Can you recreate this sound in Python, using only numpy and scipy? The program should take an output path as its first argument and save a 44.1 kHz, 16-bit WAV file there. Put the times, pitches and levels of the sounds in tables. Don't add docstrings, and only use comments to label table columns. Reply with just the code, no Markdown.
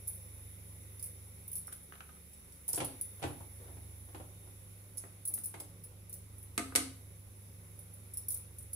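import sys
import numpy as np
from scipy import signal
from scipy.fft import rfft, irfft
from scipy.io import wavfile
from scipy.ndimage import uniform_filter1d

SR = 44100
rng = np.random.default_rng(int(sys.argv[2]) if len(sys.argv) > 2 else 0)


def transcribe(u):
    v = np.clip(np.atleast_2d(u).T, -1, 1)
    q = np.round(v * 32767).astype(np.int16)
    wavfile.write(sys.argv[1], SR, q)


N = 385875


def amp(db):
    return 10 ** (np.asarray(db) / 20)


def evened(x):
    return x / np.sqrt(np.mean(x ** 2) + 1e-20)


def read(points, hz):
    f, value = np.transpose(points)
    return np.interp(np.log(hz + 1), np.log(f + 1), value)


def add(mix, s, sound):
    part = mix[:, round(s * SR):][:, :sound.shape[1]]
    part += sound[:, :part.shape[1]]


def colour(x, hz_db):
    size = x.shape[-1]
    gain = amp(read(hz_db, np.fft.rfftfreq(size, 1 / SR)))
    return irfft(rfft(x) * gain, size)


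def rings(hz, t60, size):
    t = np.arange(size) / SR
    return np.exp(np.outer(2j * np.pi * hz - np.log(1000) / t60, t))


def edges(t, rise_s):
    return np.minimum(t / rise_s, 1) * (1 - (t / t[-1]) ** 4)


def peaked(x, db, pan_db):
    peak = np.sqrt((x ** 2).mean(0).max())
    return x / peak * amp(db + np.array([[pan_db], [-pan_db]]) / 2)


# (f/Hz, likeness; below 0 counts as unrelated)
LIKENESS = [(60, 1), (180, 0.72), (550, 0.7), (1650, -0.92), (4970, -0.4), (15000, 0.33)]


def likeness(hz):
    return np.clip(read(LIKENESS, hz), 0, 1)


def pair(size):
    left, other = rfft(rng.standard_normal((2, size)))
    same = likeness(np.fft.rfftfreq(size, 1 / SR))
    return irfft([left, same * left + np.sqrt(1 - same ** 2) * other], size)


# (t/s, buzz level/dB, motor level/dB)
HUM_LEVELS = [(0, -54, -56.5), (1.25, -54, -58.5), (1.75, -60.5, -63.5), (2.25, -72, -60),
              (2.6, -66.5, -63), (3.1, -56.5, -61.5), (3.9, -53, -54), (4.75, -56.5, -69.5),
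              (5.75, -56, -68.5), (6.75, -54, -55), (7.25, -54.5, -64), (8.75, -55, -57)]
# (f/Hz, width/Hz, level/dB)
FAINT_TONES = [(49.1, 1.3, -71.5), (145.6, 2.2, -74.5), (169.76, 4, -69.5), (200.5, 1, -79)]
BUZZ_HZ, MOTOR_HZ = 100, 74.6


def fridge():
    t = np.arange(N) / SR
    s, buzz_db, motor_db = np.transpose(HUM_LEVELS)
    drift = 0.2 * np.sin(2 * np.pi * (0.405 * t + rng.random()))
    buzz = amp(np.interp(t, s, buzz_db)) * np.sin(2 * np.pi * BUZZ_HZ * t)
    motor = amp(np.interp(t, s, motor_db)) * np.sin(2 * np.pi * (MOTOR_HZ * t + drift))
    f, spectrum = np.fft.rfftfreq(N, 1 / SR), rfft(rng.standard_normal(N))
    faint = 0
    for hz, width, db in FAINT_TONES:
        band = irfft(spectrum / (1 + ((f - hz) / width * 2) ** 2), N)
        faint = faint + amp(db) * evened(band)
    return np.sqrt(2) * (buzz * amp([[-.7], [.7]]) + motor * amp([[-1.5], [1.5]])) + faint


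# (f/Hz, level/dB)
RUMBLE_SHAPE = [(71, -31), (120, 7), (129, -8.5), (172, -2), (188, -10.5), (250, -4.5), (321, -12.5),
                (405, -4), (440, -14), (521, -6), (658, -20), (763, -15.5), (1500, -23), (1950, -62),
                (3300, -120)]
# (f/Hz, level/dB)
DEEP_SHAPE = [(10, -18), (28, -4), (36, -8), (50, -9.5), (90, 3.5), (120, -2), (140, -62)]
# (t/s, level/dB)
HIGH_HISS_LEVELS = [(0, -51.5), (2.53, -56.5), (2.92, -53.5), (3.0, -51), (6.04, -60), (6.63, -58),
                    (7.34, -57.5), (8.75, -57)]
# (f/Hz, level/dB)
HIGH_HISS_SHAPE = [(8800, -52), (9500, -17.5), (10000, -2.5), (10400, -4), (10900, 2.5), (11400, -8),
                   (12300, -15), (13200, -50)]
# (f/Hz, level/dB)
HISS_SHAPE = [(500, -26), (1000, 0.5), (2500, 1.5), (5000, -2), (8000, -1), (12000, 3), (15000, -5),
              (15700, -9.5), (15850, -29)]
# (f/Hz, width/Hz, level/dB)
JET_HUMPS = [(2174, 370, 8.5), (3670, 150, 9.5), (5810, 470, 7), (7260, 330, 7), (13500, 410, 7.5),
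             (15140, 600, 17)]
RUMBLE_DB, RUMBLE_FOLLOWS = -58.5, 0.12
HISS_DB, HISS_FOLLOWS = -88, 0.15
JET_PER_DB = 0.06


def air(patchy_db=1.08):
    frames, hz = N // 256 + 5, np.fft.rfftfreq(1024, 1 / SR)
    t = np.arange(frames) * 256 / SR
    high_db = np.interp(t, *np.transpose(HIGH_HISS_LEVELS))
    buzz_db = np.interp(t, *np.transpose(HUM_LEVELS)[:2])
    drop_db = high_db - high_db.max()
    hiss_db = HISS_DB + HISS_FOLLOWS * drop_db
    jet = 1 + JET_PER_DB * drop_db
    rumble_db = RUMBLE_DB + RUMBLE_FOLLOWS * (buzz_db - buzz_db.max())

    low = np.hypot(amp(read(RUMBLE_SHAPE, hz)), amp(read(DEEP_SHAPE, hz)))
    rumble = np.outer(low, amp(rumble_db)) / np.linalg.norm(low)
    high = amp(read(HIGH_HISS_SHAPE, hz))
    high_hiss = np.outer(high, amp(high_db)) / np.linalg.norm(high)
    humps_db = sum(db * np.exp(-((hz - f) / width) ** 2) for f, width, db in JET_HUMPS)
    hiss = amp(read(HISS_SHAPE, hz)[:, None] + np.outer(humps_db, jet) + hiss_db)
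    strength = np.sqrt(rumble ** 2 + high_hiss ** 2 + hiss ** 2)

    a, b, c, d, patches = rng.standard_normal((frames, 513, 5)).T
    patches = evened(uniform_filter1d(uniform_filter1d(patches, 8, 0), 14, 1))
    same, left = likeness(hz)[:, None], a + 1j * b
    z = np.array([left, same * left + np.sqrt(1 - same ** 2) * (c + 1j * d)])
    z *= strength * amp(patchy_db * patches)
    noise = signal.istft(z, nperseg=1024, noverlap=768)[1][:, :N]
    return noise * amp([[-2.5], [-.6]])


# (t/s, peak level/dB, lower rings' level/dB, left minus right level/dB)
CLINK_TIMES = [(0.073, -32.5, -23, 0), (0.0778, -29.5, -25, -10), (0.132, -42, -22, -6),
               (.147, -41.5, -29, -1), (0.994, -38.5, -17, -4), (1.026, -32.5, -18.5, -5),
               (1.0394, -34.5, -23, -1), (1.06, -37, -22, -6), (1.479, -32.5, -27, -4),
               (1.515, -33.5, -25, -1), (1.53, -32.5, -24, -3), (1.554, -27, -23, -1), (1.564, -32, -24, 3),
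               (1.578, -34, -27, -8), (1.67, -36.5, -19, -3), (1.726, -35, -21, -2), (1.832, -45, -26, -4),
               (2.3314, -46.5, -15, -2), (2.522, -46.5, -9, -1), (2.6795, -25.5, -20, -1),
               (2.688, -24.5, -19, -1), (2.6977, -29, -26, -2), (2.73, -24, -14, -2), (2.745, -30, -1, -4),
               (2.758, -26, -17, 2), (2.777, -33, -19, -1), (2.8455, -27.5, -22, -4),
               (3.011, -24, -24.5, -1), (4.9716, -38, -18, -15), (4.9793, -29, -15.5, -2),
               (5.252, -28.5, -22, -1), (5.275, -25.5, -23, -1), (5.338, -23.5, -25.5, 1),
               (5.385, -35, -18, 1), (5.4364, -31.5, -24, 3), (5.442, -31, -19, 0), (5.457, -28.5, -24, 2),
               (5.5994, -32, -20, -1), (5.8366, -40, -20, -2), (6.0954, -36.5, -24, -2),
               (6.127, -33.5, -17, 2), (6.139, -36, -20, -5), (6.382, -43, -29, -5), (6.428, -41.5, -24, 0),
               (7.79, -38.5, -27, -5), (7.937, -40.5, -32, -3), (8.136, -33, -21.5, -1),
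               (8.1714, -27.5, -23, -3), (8.2835, -24, -25, 0), (8.304, -28, -22, -2),
               (8.319, -30, -21, -5), (8.343, -25.5, -25, -2), (8.3724, -33.5, -24, -2),
               (8.584, -36, -21, 1), (8.625, -40.5, -26, -4), (8.731, -30, -23.5, -3)]
# (f/Hz, level/dB, time to fade 60 dB: t/s)
GLASS_RINGS = [(4540, -13, 0.28), (5060, -5.5, 0.082), (5500, 0, 0.1), (6100, -4.5, 0.07),
               (6880, -5.5, 0.099), (7300, -5, 0.098), (8100, 5, 0.09), (8430, 3, 0.079), (9670, -8, 0.074),
               (10010, -4, 0.1), (10390, 3, 0.068), (10790, -2, 0.028), (12200, 2, 0.076),
               (13030, 11.5, 0.062), (13700, 2, 0.077), (14400, 11.5, 0.06), (16100, -22, .08),
               (14700, 5, 0.062)]
# (f/Hz, level/dB)
GLASS_TICK = [(2000, -25), (4000, -7), (8300, 2), (9300, -4), (10300, 2.5), (11400, -10.5), (12400, 8.5),
              (15500, -8), (16500, -52)]
EXTRA_RINGS = [12100, 13700, 13400, 15350]
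UPPER_DB, UPPER_SPREAD_DB = -16.5, 1.5


def bangles(count=3, extra_db=13, tick_db=-4, fade_db=10, rattle_s=.009, detune=0.03):
    out = np.zeros((2, N))
    hz, db, t60 = np.transpose(GLASS_RINGS * 3)
    t, tick_s, spread_db = np.arange(4608) / SR, .004, 4.5
    for s, peak_db, lower_db, pan_db in CLINK_TIMES:
        upper_db = rng.normal(UPPER_DB, UPPER_SPREAD_DB)
        extra_hz = rng.choice(EXTRA_RINGS) * rng.normal(1, .008)
        tones = np.append(hz * (1 + detune * rng.standard_normal(len(hz))), extra_hz)
        modes = rings(tones, np.append(t60, .09), size=len(t))
        struck_db = np.append(db + spread_db * rng.standard_normal(len(hz)), extra_db)
        clink = np.zeros((2, len(t)))
        for k in range(count):
            share = amp(struck_db + 2.3 * rng.standard_normal(len(tones)))
            phase = np.exp(2j * np.pi * rng.random((2, len(tones))))
            ring = ((share * phase) @ modes).real / np.linalg.norm(share)
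            tick = evened(colour(rng.standard_normal((2, len(t))), GLASS_TICK)) * np.exp(-t / tick_s)
            late = rng.random() * (k > 0)
            add(clink, late * rattle_s, (ring + amp(tick_db) * tick) * amp(-fade_db * late))
        clink = colour(clink, [(8300, lower_db), (9300, 0), (11300, 0), (12000, upper_db)])
        add(out, s, peaked(clink * edges(t, 0.0011), peak_db, pan_db))
    return out


def knock(modes, crack, treble_db, low_hz, knee_hz, ring_db, push_s, rattle_db, rattle_s):
    t = np.arange(8192) / SR
    hz, db, t60 = np.transpose(modes)
    force = np.exp(-t / push_s)
    noise = evened(colour(pair(len(t)), crack)) * (force + amp(rattle_db) * np.exp(-t / rattle_s))
    body = (amp(db + 2 * rng.standard_normal(len(db))) @ rings(hz, t60, size=len(t))).imag
    rung = signal.fftconvolve(pair(len(t)) * force, body[None], axes=1)[:, :len(t)]
    sound = noise + amp(ring_db) * rung / abs(rung).max()
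    treble = [(knee_hz, 0), (knee_hz * 2, treble_db)]
    sound = colour(sound, treble) * edges(t, 0.000076)
    no_bass = signal.butter(3, low_hz, "high", fs=SR, output="sos")
    return signal.sosfilt(no_bass, sound)


# (t/s, peak level/dB, treble level/dB)
TAP_TIMES = [(1.68, -42, -10), (1.725, -42, 11.5), (1.923, -39, -5.5), (1.938, -47, 4), (1.955, -45.5, 4),
             (2.006, -39, -3), (2.092, -47, -7), (2.169, -57, -14)]
# (f/Hz, level/dB, time to fade 60 dB: t/s)
SPOON_RINGS = [(774, -7, 0.044), (1240, 0, 0.04), (1560, -5, 0.031), (2220, -18, .04)]
# (f/Hz, level/dB)
SPOON_CONTACT = [(240, -27), (400, -11), (970, -15), (1310, -4), (2650, -13), (3060, -11), (4280, -26),
                 (7000, -23), (9100, -61), (15400, -120)]


def spoon():
    out = np.zeros((2, N))
    for s, peak_db, treble_db in TAP_TIMES:
        tap = knock(SPOON_RINGS, SPOON_CONTACT, treble_db, low_hz=300, knee_hz=2200, ring_db=0,
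                    push_s=0.0012, rattle_db=-11.5, rattle_s=0.015)
        add(out, s, peaked(tap, peak_db, -0.73))
    return out


# (t/s, peak level/dB, treble level/dB)
BUMP_TIMES = [(2.686, -46, 1.5), (2.736, -40, -4), (2.777, -32, 0), (2.8031, -27.5, 4.5),
              (2.817, -30.5, -28), (3.196, -52, -1), (3.22, -39.5, -2), (3.227, -31.5, 4),
              (3.238, -28.5, -6), (3.256, -48, -12), (3.304, -46, -8), (3.406, -46.5, -10),
              (3.679, -48, -7), (3.768, -49, -6), (4.088, -51.5, -3), (4.147, -39.5, -5), (4.2, -41.5, -10),
              (4.472, -53, -9), (5.049, -54, -20), (5.3, -55, -24), (5.545, -44, -1), (5.604, -46.5, -12),
              (5.912, -58, -16)]
# (f/Hz, level/dB, time to fade 60 dB: t/s)
STOVE_RINGS = [(91, 9.5, 0.15), (122.4, -3.5, 0.14), (263.3, 0.5, 0.18), (354, -3.5, 0.14),
               (535, -29, 0.071), (810, 0, 0.081)]
# (f/Hz, level/dB)
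STOVE_CONTACT = [(60, -28), (90, 10.5), (125, 1.5), (190, -22.5), (300, 0), (480, -5.5), (780, -3),
                 (1100, -11), (3300, -14.5), (5250, -25), (9000, -20.5), (12000, -60)]


def stove():
    out = np.zeros((2, N))
    for s, peak_db, treble_db in BUMP_TIMES:
        bump = knock(STOVE_RINGS, STOVE_CONTACT, treble_db, low_hz=84, knee_hz=1070, ring_db=0,
                     push_s=0.016, rattle_db=-11.5, rattle_s=0.049)
        add(out, s, peaked(bump, peak_db, -0.2))
    return out


SLIDE_S, SLIDE_LENGTH_S, SLIDE_DB = 3.59, 0.16, -60
SLIDE_FROM_HZ, SLIDE_TO_HZ = 320, 760


def slide(width=170):
    t = np.arange(round(SLIDE_LENGTH_S * SR / 2) * 2) / SR
    hz = SLIDE_FROM_HZ + (SLIDE_TO_HZ - SLIDE_FROM_HZ) * t / t[-1]
    turn, r = np.exp(2j * np.pi * np.cumsum(hz) / SR), np.exp(-np.pi * width / SR)
    smooth = signal.lfilter([1 - r], [1, -r], pair(len(t)) / turn)
    rub = (turn * smooth).real
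    swell = np.sin(np.pi * np.sqrt(t / t[-1]))
    out = np.zeros((2, N))
    add(out, SLIDE_S, evened(rub) * amp(SLIDE_DB) * swell)
    return out


# (t/s, peak level/dB, treble level/dB)
PAN_TIMES = [(5.038, -45.5, -34), (5.378, -43, -8.5), (5.541, -40, -15.5), (5.602, -39.5, 4),
             (6.578, -19.5, -7.5), (6.593, -34, -22), (6.723, -40.5, -52), (6.7522, -17, -3),
             (6.759, -10.5, 0), (6.781, -30.5, -14.5)]
# (f/Hz, level/dB, time to fade 60 dB: t/s)
PAN_RINGS = [(222, -9.5, 0.35), (267, -1.5, 0.22), (318, -3.5, 0.11), (409, -2.5, 0.082),
             (537, -10.5, 0.12), (703, -5.5, 0.14), (1223, -4, 0.13), (1300, -6.5, 0.11),
             (1440, -20, 0.038), (2150, 5.5, 0.086), (3170, -22, 0.06), (6200, -3, .1), (7500, -8, .08),
             (8100, -10, 0.084)]
# (f/Hz, level/dB)
PAN_CONTACT = [(130, -37), (230, -8), (725, -15.5), (985, -18), (1270, -13.5), (1760, -14), (2140, -7.5),
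               (2300, -12.5), (3370, -12.5), (6110, -13.5), (9950, -4.5), (15100, -29), (16500, -51)]


def pan():
    out = np.zeros((2, N))
    for s, peak_db, treble_db in PAN_TIMES:
        hit = knock(PAN_RINGS, PAN_CONTACT, treble_db, low_hz=210, knee_hz=1720, ring_db=-6.5,
                    push_s=0.0035, rattle_db=-9, rattle_s=0.016)
        add(out, s, peaked(hit, peak_db, -1.5))
    return out


# (f/Hz, time to fade 60 dB: t/s)
ECHO_TIMES = [(100, 0.59), (300, 0.46), (1000, 0.41), (4000, 0.42), (10000, 0.33), (16000, 0.2)]


def kitchen(x):
    taps = np.zeros((2, SR // 2))
    slots = np.arange(200, SR // 2 - 20, 20)
    at = slots + rng.integers(0, 20, (2, len(slots)))
    np.put_along_axis(taps, at, rng.choice([-1., 1.], at.shape), 1)
    hz, t, z = signal.stft(taps, SR, nperseg=256)
    same = likeness(hz)[:, None]
    z[1] = same * z[0] + np.sqrt(1 - same ** 2) * z[1]
    fade = amp(-60 * t / read(ECHO_TIMES, hz)[:, None])
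    tail = signal.istft(z * fade, SR, nperseg=256)[1]
    tail = tail / np.linalg.norm(tail[0])
    return signal.fftconvolve(x.mean(0)[None], tail, axes=1)[:, :N]


def scene():
    background = fridge() + air()
    glass = bangles()
    knocks = spoon() + stove() + slide() + pan()
    echo = kitchen(amp(-2) * glass + amp(-4.5) * knocks)
    return background + glass + knocks + echo


def record(dry):
    low_pass = signal.firwin(511, 16600, window=("kaiser", 9), fs=SR)
    return signal.oaconvolve(dry, low_pass[None], "same")


dry = scene()
out = record(dry)
transcribe(out)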